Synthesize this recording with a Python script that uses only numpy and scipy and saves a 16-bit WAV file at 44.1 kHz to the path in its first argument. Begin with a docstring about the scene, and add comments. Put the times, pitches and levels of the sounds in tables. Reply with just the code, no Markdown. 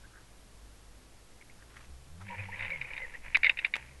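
"""A hooked fish under water, heard from inside the housing of a camera towed on the same line.
From the start the taut line hums with the towing speed, water rumbles past and the line rubs faintly,
all over the microphone's steady hiss. From about 2.2 s the fish swings round: the line scrapes, squeals
and catches right against the housing. From 3.3 s the fish shakes its head, so the line pops hard
and the hooks tick."""
import sys
import numpy as np
from scipy import signal
from scipy.fft import rfft, irfft
from scipy.io import wavfile

SR = 44100
rng = np.random.default_rng(int(sys.argv[2]) if len(sys.argv) > 2 else 0)


def master_out(mix):
    """Clip the mix to full scale and print it as 16-bit PCM to the path in sys.argv[1]."""
    frames = np.transpose(np.atleast_2d(mix))
    ceiling = np.clip(frames, -1, 1)
    pcm = np.round(ceiling * 32767).astype(np.int16)
    wavfile.write(sys.argv[1], SR, pcm)


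N = 176400
TIME = np.arange(N) / SR

# Hum of the taut line. Each row: time in seconds, pitch in Hz, level in dB.
LINE_HUM = [(0, 55, -57), (.2, 48.6, -65.5), (.7, 50.7, -53.5), (1.25, 50.7, -67.5), (1.82, 57.65, -57),
            (1.96, 65, -53), (2.06, 68.15, -60.5), (2.24, 95.3, -48), (2.32, 96.8, -59.5),
            (2.41, 100.3, -42), (2.55, 92.4, -55), (2.66, 95.4, -48), (2.8, 68, -64.5), (3.68, 59.2, -67),
            (4, 66, -49.5)]
# The octave above the hum. Each row: time in seconds, level in dB.
HUM_OCTAVE = [(0, -67.5), (1.3, -71), (2.05, -64.5), (2.27, -55.5), (2.58, -65.5), (2.8, -55.5), (3, -76.5),
              (4, -62)]
# Water flowing past the housing. Each row: time in seconds, level in dB.
FLOW_LEVEL = [(0, -59), (1.3, -59.5), (2.65, -51), (3.35, -47), (3.7, -58)]
# Colour of that flow. Each row: frequency in Hz, gain in dB.
FLOW_SPECTRUM = [(15, 5.5), (130, -20.5), (600, -49), (2000, -63)]
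# Colour of the microphone's hiss. Each row: frequency in Hz, gain in dB.
HISS_SPECTRUM = [(20, -2), (60, 11.5), (150, 11.5), (600, 5), (2500, -1.5), (11500, -6)]
# Faint rubs of the line. Each row: middle in seconds, half length in seconds, level in dB,
# band centre in Hz, half width in octaves.
LINE_RUBS = [(0.049, 0.011, -57, 1560, 0.087), (0.168, 0.033, -58.5, 1480, .18),
             (1.423, 0.0072, -54.5, 2070, 0.17), (1.506, 0.01, -58.5, 2180, 0.18),
             (1.62, 0.017, -60.5, 1550, 0.23), (1.78, 0.046, -55, 1480, 0.67),
             (2.218, 0.012, -52, 1068, 0.57)]
# The line scraping right on the housing. Each row: time in seconds, level in dB.
SCRAPE_LEVEL = [(2.18, -81), (2.29, -48), (2.43, -45), (2.48, -53.5), (2.62, -39.5), (2.69, -45),
                (2.73, -49), (2.8, -48.5), (2.98, -46), (3.07, -51), (3.11, -58.5), (3.155, -46.5),
                (3.2, -67.5), (3.26, -45.5), (3.305, -57), (3.36, -44), (3.4, -55), (3.5, -43.5),
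                (3.555, -59.5), (3.62, -47.5), (3.725, -62), (3.77, -48), (4, -69.5)]
# Colour of that scraping. Each row: frequency in Hz, gain in dB.
SCRAPE_SPECTRUM = [(120, -43), (400, -32), (520, -7), (640, -17.5), (940, -5.5), (1230, -17.5), (1950, 0),
                   (2280, 0.5), (2900, -10.5), (3300, -21), (4000, -27), (7000, -58)]
# Squeals of the sliding line. Each row: start in seconds, length in seconds, pitch in Hz,
# glide in octaves, level in dB.
LINE_SQUEALS = [(2.289, .075, 947, -0.154, -43.5), (2.378, 0.034, 2445, 0.12, -41),
                (2.484, 0.029, 940, 0.22, -45.5), (2.521, 0.034, 2004, 0.36, -41),
                (2.696, 0.081, 2239, -.1, -36.5), (2.843, 0.0195, 2340, 0.31, -42),
                (2.904, 0.017, 2320, -0.25, -39), (2.989, .08, 2024, -0.2, -39.5),
                (3.137, 0.025, 1905, 0.14, -41)]
# Jerks of the line, from small catches to hard head shakes. 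Each row: start in seconds,
# hold in seconds, level in dB, pitch in Hz.
LINE_JERKS = [(2.289, .002, -41, 2380), (2.592, 0.0017, -33, 2100), (2.606, 0.0026, -32, 2480),
              (2.623, .003, -32.5, 2250), (2.647, 0.0024, -33, 2310), (2.66, .002, -36.5, 2600),
              (2.702, 0.0038, -36, 2390), (2.813, .004, -30, 2347), (2.934, 0.002, -33.5, 2450),
              (2.965, 0.0024, -37, 2300), (2.977, 0.0021, -31, 2240), (3.346, .013, -18.5, 2353),
              (3.4313, 0.0034, -19, 2300), (3.4435, 0.0034, -15.5, 2220), (3.455, 0.0024, -21, 2117),
              (3.463, 0.0075, -19, 2142), (3.4946, 0.0024, -14, 2756), (3.5718, 0.0011, -28.5, 2443),
              (3.588, 0.0037, -27, 2700), (3.646, 0.0064, -21.5, 2363), (3.7381, 0.0016, -19.5, 2234)]
# The housing's ring under a jerk, heard from inside. Each row: frequency in Hz, gain in dB.
HOUSING_SPECTRUM = [(380, -31), (530, -15.5), (650, -27), (1200, -22), (1600, -6.5), (2150, 5),
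                    (2500, -0.5), (2750, 1.5), (3280, -22.5), (3700, -4.5), (4350, -28.5), (4900, -23.5),
                    (5800, -50)]
# Sharp ticks of the hooks. Each row: start in seconds, level in dB.
HOOK_TICKS = [(3.3705, -26.5), (3.496, -35.5), (3.667, -39.5), (3.756, -29), (3.765, -29.5)]
# Colour of a tick. Each row: frequency in Hz, gain in dB.
TICK_SPECTRUM = [(200, -15.5), (1500, 8.5), (3900, 0.5), (5200, -10), (12000, -23)]


def amp(db):
    """Decibels to gain."""
    return 10 ** (np.asarray(db) / 20)


def unit(x):
    """Scales to an rms of one."""
    return x / np.sqrt(np.mean(x ** 2) + 1e-20)


def curve(table, column=1):
    """Joins a table's rows with straight lines over the whole scene."""
    rows = np.array(table)
    return np.interp(TIME, rows[:, 0], rows[:, column])


def add(mix, start_s, sound):
    """Lays a sound into the mix."""
    part = mix[max(round(start_s * SR), 0):][:len(sound)]
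    part += sound[:len(part)]


def colour(x, spectrum):
    """Filters x by a spectrum and scales it to an rms of one."""
    hz, db = np.transpose(spectrum)
    freqs = np.fft.rfftfreq(2 * len(x), 1 / SR)
    gain = amp(np.interp(np.log(freqs + 1), np.log(hz), db))
    return unit(irfft(rfft(x, 2 * len(x)) * gain)[:len(x)])


def drift(rate_hz):
    """Smooth random motion up to about the given rate, at an rms of one."""
    freqs = np.fft.rfftfreq(N, 1 / SR)
    return unit(irfft(rfft(rng.standard_normal(N)) * np.exp(-(freqs / rate_hz) ** 2), N))


def burst(x, envelope):
    """Shapes x and gives it the envelope's energy."""
    return unit(x[:len(envelope)] * envelope) * np.sqrt(np.mean(envelope ** 2))


def sine(hz):
    """A sine that follows a moving pitch."""
    return np.sin(2 * np.pi * np.cumsum(hz) / SR)


def line_hum():
    """Eddies shed by the towed line make it hum at one pitch and at its octave."""
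    hz = curve(LINE_HUM) * (1 + 0.04 * drift(rate_hz=27))
    flutter_db = 2.5
    fundamental = amp(curve(LINE_HUM, column=2) + flutter_db * drift(rate_hz=15)) * sine(hz)
    octave = amp(curve(HUM_OCTAVE) + flutter_db * drift(rate_hz=15)) * sine(2 * hz)
    return np.sqrt(2) * (fundamental + octave)


def water_flow():
    """Low buffeting right on the housing, growing as the fish pulls the camera about."""
    return colour(rng.standard_normal(N), FLOW_SPECTRUM) * amp(curve(FLOW_LEVEL))


def line_rubs():
    """Light brushes of the line, each a brief swell of grainy noise in one band."""
    out, freqs = np.zeros(N), np.fft.rfftfreq(N, 1 / SR) + 1
    for middle, half_length, db, hz, octaves in LINE_RUBS:
        grains = rng.standard_normal(N) * amp(5.1 * drift(rate_hz=180))
        band = (1 + (np.log2(freqs / hz) / octaves) ** 4) ** -.5
        swell = np.exp(-.5 * ((TIME - middle) / half_length) ** 2)
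        out += amp(db) * burst(irfft(rfft(grains) * band, N), swell)
    return out


def line_scrape():
    """Uneven stick and slip of the line sends clumps of grains straight into the housing."""
    slips_per_s, slip_db, grain_db = 66, 3, 3
    slips = sine(slips_per_s * (1 + 0.3017 * drift(rate_hz=40.1)))
    grains = rng.standard_normal(N) * amp(slip_db * slips + grain_db * drift(rate_hz=290))
    touching = TIME > SCRAPE_LEVEL[0][0]
    return colour(grains, SCRAPE_SPECTRUM) * amp(curve(SCRAPE_LEVEL)) * touching


def line_squeals():
    """Each slide of the line is a wavering, bending tone that stirs the housing's low resonance."""
    arch_octaves, hollow_hz, hollow_db = 0.079, 524, -16
    out = np.zeros(N)
    wander = 1 + 0.026 * drift(rate_hz=230)
    flutter = amp(4 * drift(rate_hz=125))
    hollow = sine(hollow_hz * (1 + 0.0598 * drift(rate_hz=98.7))) * flutter
    for start, length, hz, glide, db in LINE_SQUEALS:
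        progress = np.arange(0, 1, 1 / (length * SR))
        span = round(start * SR) + np.arange(len(progress))
        swell = np.sin(np.pi * progress)
        bend = glide * (progress - .5) - arch_octaves * (2 * progress - 1) ** 2
        tone = sine(hz * 2 ** bend * wander[span]) * flutter[span]
        gurgle = amp(hollow_db) * burst(hollow[span], swell)
        add(out, start, amp(db) * (burst(tone, swell) + gurgle))
    return out


def line_jerks():
    """The line snaps through its eye: a short squeak that sags in pitch and rattles the housing."""
    rise_s, decay_s, tail_s, tail_gain = 0.0013, 0.0019, 0.0082, amp(-6.5)
    sag_per_s, squeak_share = 13, .6
    out, t = np.zeros(N), np.arange(0, .08, 1 / SR)
    wander = 1 + .04 * drift(rate_hz=420)
    flutter = amp(4 * drift(rate_hz=255))
    for start, hold, db, hz in LINE_JERKS:
        span = round(start * SR) + np.arange(len(t))
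        after_hold = np.maximum(t - hold, 0)
        rise = 1 - np.exp(-(t / rise_s) ** 2)
        fall = (1 - tail_gain) * np.exp(-after_hold / decay_s) + tail_gain * np.exp(-after_hold / tail_s)
        envelope = rise * fall
        pitch = hz * np.exp(-sag_per_s * after_hold) * wander[span]
        squeak = unit(sine(pitch) * flutter[span] * envelope)
        rattle = colour(np.sign(rng.standard_normal(len(t))) * envelope, HOUSING_SPECTRUM)
        rattle = unit(rattle - squeak * np.mean(rattle * squeak))  # uncorrelated, so energies add
        pop = np.sqrt(squeak_share) * squeak + np.sqrt(1 - squeak_share) * rattle
        add(out, start, amp(db) * np.sqrt(np.mean(envelope ** 2)) * pop)
    return out


def hook_ticks(decay_s=0.0021):
    """The metal hooks click: small, bright and dry."""
    out, t = np.zeros(N), np.arange(0, .02, 1 / SR)
    for start, db in HOOK_TICKS:
        bright_noise = colour(rng.standard_normal(len(t)), TICK_SPECTRUM)
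        add(out, start, amp(db) * burst(bright_noise, np.exp(-t / decay_s)))
    return out


def scene():
    """Under water, everything reaches one microphone through the camera's housing."""
    towing = line_hum() + water_flow() + line_rubs()
    thrashing = line_scrape() + line_squeals() + line_jerks() + hook_ticks()
    return (towing + thrashing)[None]


def record(dry):
    """The microphone adds its own hiss, and the top of the treble is cut off."""
    hiss_db, cutoff_hz = -59, 11800
    hiss = amp(hiss_db) * colour(rng.standard_normal(N), HISS_SPECTRUM)
    lowpass = signal.firwin(401, cutoff_hz, window=("kaiser", 8), fs=SR)
    return signal.oaconvolve(dry + hiss, lowpass[None], "same")


dry = scene()
out = record(dry)
master_out(out)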